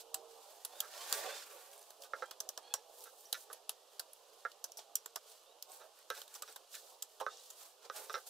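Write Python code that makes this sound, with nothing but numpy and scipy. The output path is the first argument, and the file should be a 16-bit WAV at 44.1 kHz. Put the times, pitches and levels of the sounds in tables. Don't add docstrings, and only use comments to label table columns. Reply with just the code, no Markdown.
import sys
import numpy as np
from scipy import signal
from scipy.fft import rfft, irfft, next_fast_len
from scipy.io import wavfile
from scipy.ndimage import uniform_filter1d

SR = 44100
rng = np.random.default_rng(int(sys.argv[2]) if len(sys.argv) > 2 else 0)


def store_wav(level_fs):
    pcm = np.round(np.clip(np.atleast_2d(level_fs), -1, 1) * 32767)
    wavfile.write(sys.argv[1], SR, pcm.T.astype(np.int16))


N = 365588
TIME = np.arange(N) / SR
HIT_TIME = np.arange(4096) / SR
FFT_SIZE = next_fast_len(N, real=True)

# start_s, break_ms, level_db, branch_body_db, brightness_db, stem_pitch_hz
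STEM_SNAPS = [(.143,5.5,-42,-51.5,2.5,7980), (.649,5.3,-47,-56.5,3,9700), (0.8035,3.5,-40.5,-55,5.5,3250),
              (1.1259,1.8,-37,-43.5,2.5,4980), (1.905,2.5,-61.5,-64,3.5,4170), (2.02,4.7,-60,-79,0,5170),
              (2.31,4.6,-53,-52.5,-0.5,4730), (2.4032,5,-47.5,-56.5,3.5,5960), (2.4898,3,-49,-57,4,5800),
              (2.5754,3.5,-51.5,-49.5,-1.7,5370), (2.7389,2.2,-39.5,-42,0.5,7450),
              (3.038,5,-62,-80,2.5,11000), (3.3269,4.2,-39,-50,3,4030), (3.529,6.3,-56,-63,3,10700),
              (3.6932,2.1,-44,-52,-0.9,11100), (3.9951,5.8,-45,-52.5,2.5,4660),
              (4.1323,4.1,-66,-82,7,10300), (4.516,4.1,-63.5,-75,-4,4700), (4.641,7.7,-49.5,-54.5,4.7,5970),
              (4.719,2.7,-62,-79,3.5,5850), (4.771,16,-57.5,-69,8,5570), (4.9547,3.8,-41,-58,8,7200),
              (5.0595,3.1,-53.5,-54,3.5,7450), (5.1586,5,-46.5,-46,1.5,5140), (5.6248,2.5,-52.5,-84,4,4900),
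              (6.101,4.4,-51.5,-56,2,3820), (6.216,3.5,-56,-57.5,1.5,3780), (6.278,4,-64.5,-75,2,3770),
              (6.35,15,-57,-57,2,5740), (6.4217,4.6,-50.5,-58,3.5,7640), (6.56,6.7,-55.5,-54.5,4.5,3720),
              (7.023,5.3,-46.5,-62,3,7450), (7.2,18,-55,-44.5,1.5,3130), (7.502,8.1,-57.5,-68,2,7140)]


def gain(db):
    return 10 ** (np.asarray(db) / 20)


def rms(x):
    return np.sqrt(np.mean(x ** 2))


def at_level(x, db):
    return x * gain(db) / np.sqrt(np.sum(x ** 2) / (SR / 100))


def add(out, start_s, x):
    i = max(int(start_s * SR), 0)
    out[i:i + len(x)] += x[:N - i]


def band(x, low_hz, high_hz, order=3):
    edges_hz = [low_hz, min(high_hz, SR / 2 - 1)]
    return signal.sosfilt(signal.butter(order, edges_hz, "band", fs=SR, output="sos"), x)


def spectrum(points):
    hz, db = np.transpose(points)
    return gain(np.interp(np.log(np.fft.rfftfreq(FFT_SIZE, 1 / SR) + 1), np.log(hz), db))


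def colour(x, points):
    shaped = irfft(rfft(x, FFT_SIZE) * spectrum(points), FFT_SIZE)[:N]
    return shaped / rms(shaped)


def curves(table):
    times_s, *columns = np.transpose(table)
    return [np.interp(TIME, times_s, column) for column in columns]


def wander(rate_hz):
    step = int(SR / rate_hz)
    curve = uniform_filter1d(np.repeat(rng.standard_normal(N // step + 1), step), step)[:N]
    return curve / rms(curve)


def ring(tones, detune):
    out = 0
    for pitch_hz, level_db, ring_s in tones:
        hz = pitch_hz * (1 + detune * rng.standard_normal())
        fade = np.exp(-np.log(1000) * HIT_TIME / ring_s)
        out += gain(level_db) * np.sin(2 * np.pi * hz * HIT_TIME) * fade
    return out


def crackle(size, spread_db):
    clicks = rng.standard_normal(size) * gain(spread_db * np.minimum(rng.exponential(size=size), 6))
    return clicks / rms(clicks)


def whistles(count=700, length_s=0.1478, rise=0.0855):
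    out, size = np.zeros(N), int(length_s * SR)
    swell = np.hanning(size)
    glide = 2 * np.pi * np.cumsum(np.linspace(1, 1 + rise, size)) / SR
    for when, pitch in rng.random((count, 2)):
        hz = 380 * 5 ** pitch
        add(out, when * N / SR, swell * np.sin(hz * glide))
    return out / rms(out)


def outdoors(bundle_db, air_db=-68.5):
    # time_s, level_db
    rush_levels = [(0, -63.5), (1.8, -67.5), (2.7, -65), (4, -67.5), (5.5, -68.5), (8.29, -70)]
    # frequency_hz, level_db
    rush_colour = [(150, -28.5), (260, -22), (330, -6.5), (420, -0.5), (560, 2.5), (820, 2.5), (1050, -4),
                   (1300, -10.5), (1900, -58)]
    # frequency_hz, level_db
    air_colour = [(25, -17.5), (60, -38), (150, -30.5), (240, -37), (330, -21), (450, 0.5), (850, -9.5),
                  (1200, -5.5), (2000, -27), (2900, -7), (3800, -9), (13000, -17.5), (15000, -22),
                  (16000, -34)]
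    distant_db, = curves(rush_levels)
    rush = colour(rng.standard_normal(N), rush_colour) + gain(0.5) * colour(whistles(), rush_colour)
    swell = np.hypot(gain(distant_db), gain(bundle_db)) * gain(2.07 * wander(25))
    air = colour(rng.standard_normal(N), air_colour) * gain(air_db + 0.97 * wander(4.6))
    return rush / rms(rush) * swell + air


def hum(pitch_hz=460):
    level_db, = curves([(0, -70), (.15, -65), (.33, -62.5), (.42, -74), (.5, -130)])
    loudness = np.sqrt(2) * gain(level_db + wander(17))
    hz = pitch_hz * (1 + 0.0021 * wander(20.5))
    return loudness * np.sin(2 * np.pi * np.cumsum(hz) / SR)


def squeaks(width_hz=700):
    # start_s, length_s, start_pitch_hz, end_pitch_hz, strongest_hz, level_db
    events = [(0.696,0.13,834,966,3800,-64), (0.934,0.17,970,1154,1100,-62.5), (0.962,.1,990,1070,3100,-61),
              (1.101,0.27,550,618,600,-54), (1.233,0.17,850,915,3500,-56.5),
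              (2.238,0.12,778,860,3250,-64.5), (2.6,0.24,800,860,800,-66.5), (2.601,0.19,792,893,3400,-64),
              (2.62,.11,1440,1470,4400,-66), (5.452,.089,880,985,3700,-71), (7.281,0.16,896,985,3670,-66.5)]
    out, wobble, flicker = np.zeros(N), wander(250), wander(110)
    for start_s, length_s, start_hz, end_hz, strongest_hz, level_db in events:
        first, size = int(start_s * SR), int(length_s * SR)
        span = slice(first, first + size)
        hz = np.linspace(start_hz, end_hz, size) * (1 + .008 * wobble[span])
        phase = 2 * np.pi * np.cumsum(hz) / SR
        tone = 0
        for k in range(1, 6):
            weight = 0.15 + np.exp(-((k * hz - strongest_hz) / width_hz) ** 2)
            tone += weight * np.sin(k * phase)
        tone *= gain(4 * flicker[span])
        add(out, start_s, tone / rms(tone) * signal.windows.tukey(size, .5) * gain(level_db))
    return out


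def twig_ticks(count=420, spread_db=5):
    out, t = np.zeros(N), HIT_TIME[:512]
    for when, pitch, chance in rng.random((count, 3)):
        hz = 2800 * 2 ** (2.2 * pitch)
        ping = np.sin(2 * np.pi * hz * t) * np.exp(-t / .0012)
        click = .7 * rng.standard_normal(len(t)) * np.exp(-t / .0008)
        add(out, when * N / SR, (ping + click) * gain(-spread_db * np.log(max(chance, .03))))
    return out / rms(out)


def pile_levels(roundness=1.34, settle_s=0.045):
    # peak_s, rise_s, fall_s, leaves_db, crisp_db, twigs_db, rush_db
    moves = [(.005,.02,0.015,-55,-0.5,-9,-6), (.31,0.023,.05,-68,-0.5,-8,1), (.48,0.14,0.27,-67,0.5,-7,-15),
             (.79,0.12,0.2,-64.5,0,-3,1.5), (1.03,0.13,0.22,-55,-3,-3,-6.5),
             (1.165,0.078,0.06,-47,1,-3.5,-8), (1.275,0.15,0.089,-53,-5.5,3.5,1.5),
             (1.375,0.057,0.054,-51,-7,-4,-18), (1.53,0.23,0.19,-65.5,3.5,2.5,3.5),
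             (1.78,0.25,0.21,-70.5,4,-7.5,-18), (2.04,.03,.03,-64,1.5,-19,-12),
             (2.2,0.075,0.1,-64.5,-6,-6,5), (2.69,.07,.07,-73,-17,-3,-10),
             (3.02,0.087,0.076,-64.5,5,-12,-19), (3.21,0.075,.05,-70,6.5,-19,-15),
             (3.415,0.12,0.037,-64,3.5,-15,-17), (3.54,0.036,0.032,-64,-2,-6,4.5),
             (3.93,.03,0.096,-75.5,4,-6,-10), (4.15,.05,.08,-79,6,-9,-8), (4.41,0.2,0.15,-71.5,-2,-7,-14),
             (4.791,0.0069,0.029,-57,-8,-7,-2.5), (5.3,0.056,0.088,-64.5,-0.5,-10,-20),
             (5.73,.04,0.087,-64,3.5,-6,2.5), (5.98,0.029,0.055,-71.5,-1,-3.5,-8),
             (6.18,0.053,0.048,-58,0.5,-5,-9), (6.355,0.043,0.037,-61,1.5,-3,-15),
             (6.5,0.044,0.054,-62,-0.5,-6.5,-4), (6.744,0.028,0.057,-55.5,-0.5,-16,-15),
             (6.88,0.11,.09,-66,-0.5,-13,-0.5), (7.11,.05,0.15,-75.5,4,-10,-8),
             (7.32,.03,0.15,-61,-19,-17,-7), (7.47,0.11,0.16,-66,0,-16,-23), (7.62,.06,0.073,-61.5,2,-6,-4),
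             (7.855,0.026,0.021,-61.5,-6,-2,3.5), (7.975,0.032,0.071,-55.5,4,-0.5,3),
             (8.15,0.12,0.095,-61,-1.5,-12,-6), (8.274,0.0093,0.016,-54,4,-9.5,-4.5)]
    # leaves_db, crisp_db, twigs_db
    resting_db = [-76.5, -87, -82]
    # leaves_db, crisp_db, twigs_db
    shaken_db = [-37, -46, -44.5]
    t = TIME[::64]
    power = np.full((4, len(t)), 1e-14)
    power[:3] += gain(resting_db)[:, None] ** 2
    for peak_s, rise_s, fall_s, leaves_db, *others_db in moves:
        swell = np.exp(-np.maximum((peak_s - t) / rise_s, (t - peak_s) / fall_s) ** roundness)
        power += np.outer(gain(leaves_db) * gain([0, *others_db]), swell) ** 2
    for start_s, _, snap_db, *_ in STEM_SNAPS:
        shake = gain(0.58 * snap_db) * gain(shaken_db)
        settle = (t > start_s) * np.exp(-abs(t - start_s) / settle_s)
        power[:3] += np.outer(shake, settle) ** 2
    return curves(np.column_stack([t, *10 * np.log10(power)]))


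def foliage(leaves_db, crisp_db, twigs_db):
    # frequency_hz, level_db
    leaf_colour = [(530, -22), (900, -2.5), (1090, -11.5), (1170, -4.5), (1250, -22.5), (1360, -11),
                   (1420, -9.5), (2070, -16.5), (2690, -9), (3430, -3), (4630, -1), (8150, -7.5),
                   (11600, -8.5), (14500, -7.5), (16000, -17.5)]
    buried_db = np.maximum(leaves_db + 56, 0)
    ticks = band(twig_ticks(), 2700, 16000) * gain(-9 - buried_db)
    hiss = colour(crackle(N, spread_db=-0.5), leaf_colour)
    rustle = hiss + ticks + gain(-15) * whistles()
    flutter_db = 1.48 * wander(130)
    out = 0
    for low_hz, high_hz, db in ((1100, 2507, twigs_db), (2790, 8220, leaves_db), (8050, SR / 2, crisp_db)):
        part = band(rustle, low_hz, high_hz, order=4)
        out += part / rms(part) * gain(flutter_db + db + .5 * wander(72))
    return out


def knocks(clatter_s=0.013):
    # start_s, contact_ms, bed_db, wood_db, bark_db, wood_pitch_ratio
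    hits = [(0.821,21,-56.5,-49,-75,1.01), (2.036,14,-61.5,-59,-61,0.92), (2.135,1.2,-46,-36.5,-60,1.01),
            (2.223,2.6,-42,-38.5,-56.5,1.01), (3.057,11,-59,-55,-60.5,1.03),
            (3.3437,2.9,-73,-45.5,-47.5,1.11), (3.501,2.9,-57,-50.5,-68,0.95),
            (4.451,1.6,-46.5,-34.5,-60,1.05), (5.803,26,-58,-56.5,-61,1), (6.103,2.1,-43.5,-38,-46.5,1),
            (6.162,8.6,-66,-57,-55.5,1.1), (6.423,1.9,-59.5,-49.5,-53,0.96), (6.478,5.2,-65,-58,-56,1.03),
            (6.743,6.8,-66,-54.5,-50.5,1.1), (7.211,3.3,-41.5,-38,-54,0.68),
            (7.265,1.04,-43.5,-34.5,-54.5,0.97), (7.8989,0.53,-49,-41.5,-51.5,0.95),
            (8.097,2.4,-51.5,-42,-50,0.96), (8.1419,4.2,-45,-35.5,-42.5,1.017),
            (8.168,5.6,-49.5,-49.5,-60,0.97)]
    # pitch_hz, level_db, ring_s
    bed_tones = [(436.5, 1, 0.12), (532, 12.5, 0.031), (682, 3.5, 0.028), (860, 11, 0.02)]
    wood_tones = [(1165, -8, 0.038), (1307, 5, 0.033), (1344, 6, 0.021), (1567, 0.5, 0.057),
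                  (1732, -11.5, 0.092), (2004, -10, 0.043)]
    bark_tones = [(2530, -0.5, 0.003), (3250, -33, 0.0099), (3850, -1, 0.0051), (5670, 4, 0.0025)]
    out, t = np.zeros(N), HIT_TIME
    for start_s, contact_ms, bed_db, wood_db, bark_db, pitch_ratio in hits:
        branch_tones = [(pitch_ratio * hz, db, ring_s) for hz, db, ring_s in wood_tones]
        rise = np.minimum(t / (2 * contact_ms / 1000), 1)
        clatter = crackle(len(t), spread_db=2.7) * rise * np.exp(-t / clatter_s)
        clatter_db = -4 + 5 * np.log(contact_ms)
        force = at_level(signal.unit_impulse(len(t)), 0) + at_level(clatter, clatter_db)
        for tones, db in ((bed_tones, bed_db), (branch_tones, wood_db), (bark_tones, bark_db)):
            ringing = signal.fftconvolve(force, ring(tones, detune=.014))[:len(t)]
            ringing = band(ringing, 0.97 * tones[0][0], 1.042 * tones[-1][0])
            add(out, start_s, at_level(ringing, db))
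        thump = band(force, 39, 540, order=1)
        add(out, start_s, at_level(thump, wood_db - 34))
    return out


def blade():
    # start_s, level_db
    pings = [(2.74, -40), (3.255, -55), (4.643, -66), (4.72, -61), (4.772, -51.5), (4.954, -42.5)]
    # pitch_hz, level_db, ring_s
    steel_tones = [(5640, 2, 0.11), (5870, 4, 0.075)]
    out = np.zeros(N)
    for start_s, level_db in pings:
        add(out, start_s, gain(level_db - 3) * ring(steel_tones, detune=.003))
    return out


def snaps(attack_s=.00044, release_s=.0011, splinter_s=.0105):
    # low_hz, high_hz
    parts = [(420, 1605), (2750, 4400), (4600, 8570), (9000, 15000)]
    centres_hz = np.sqrt(np.prod(parts[1:], axis=1))
    tails_db = [1.5, -8, -8, -8]
    out, t = np.zeros(N), HIT_TIME
    for start_s, break_ms, level_db, body_db, bright_db, stem_hz in STEM_SNAPS:
        tilt_db = np.array([-1.5 - bright_db, 0, -1.5 + bright_db])
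        lift_db = 7.5 * np.exp(-(np.log2(centres_hz / stem_hz) / 0.31) ** 2)
        levels_db = [body_db, *(level_db + tilt_db + lift_db)]
        break_s = break_ms / 1000
        fade = np.exp(-t / (2 * break_s) - np.maximum(t - 0.95 * break_s, 0) / release_s)
        tearing = np.minimum(t / attack_s, 1) * fade
        shiver = np.minimum(t / break_s, 1) * np.exp(-t / splinter_s)
        stem_filter = signal.iirpeak(stem_hz, Q=9, fs=SR)
        for (low_hz, high_hz), db, tail_db in zip(parts, levels_db, tails_db):
            tail = at_level(shiver, tail_db - 0.6 * bright_db)
            fibres = crackle(len(t), spread_db=2) * np.hypot(at_level(tearing, 0), tail)
            snap = fibres + gain(6) * signal.lfilter(*stem_filter, fibres)
            add(out, start_s - .0003, at_level(band(snap, low_hz, high_hz, order=4), db))
        thump = band(rng.standard_normal(len(t)) * shiver, 25, 520, order=1)
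        add(out, start_s, at_level(thump, body_db - 30))
    return out


def microphones(direct, scattered):
    # frequency_hz, left_minus_right_db
    balance = [(60, -1), (150, -2.5), (300, -8.5), (600, -8), (1100, -7), (2000, -4.5), (5000, -1.5),
               (14000, -3)]
    # frequency_hz, level_db
    scatter_colour = [(60, -2), (150, 2), (350, -26), (1300, -10.5), (2200, -11), (4500, -5.5), (9000, -2),
                      (15000, -5.5)]
    shared = rfft(direct, FFT_SIZE)
    side = rfft(scattered, FFT_SIZE) * spectrum(scatter_colour)
    lean = np.sqrt(spectrum(balance))
    pair = np.array([(shared + side) * lean, (shared - side) / lean])
    return irfft(pair * 2 / (lean + 1 / lean), FFT_SIZE)[:, :N]


def scene():
    *rustle_db, bundle_db = pile_levels()
    direct = snaps() + knocks() + blade() + foliage(*rustle_db) + outdoors(bundle_db) + squeaks() + hum()
    scattered = snaps() + foliage(*rustle_db) + outdoors(bundle_db)
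    return microphones(direct, scattered)


def record(dry):
    return signal.sosfilt(signal.ellip(8, .2, 60, 15600, fs=SR, output="sos"), dry)


dry = scene()
out = record(dry)
store_wav(out)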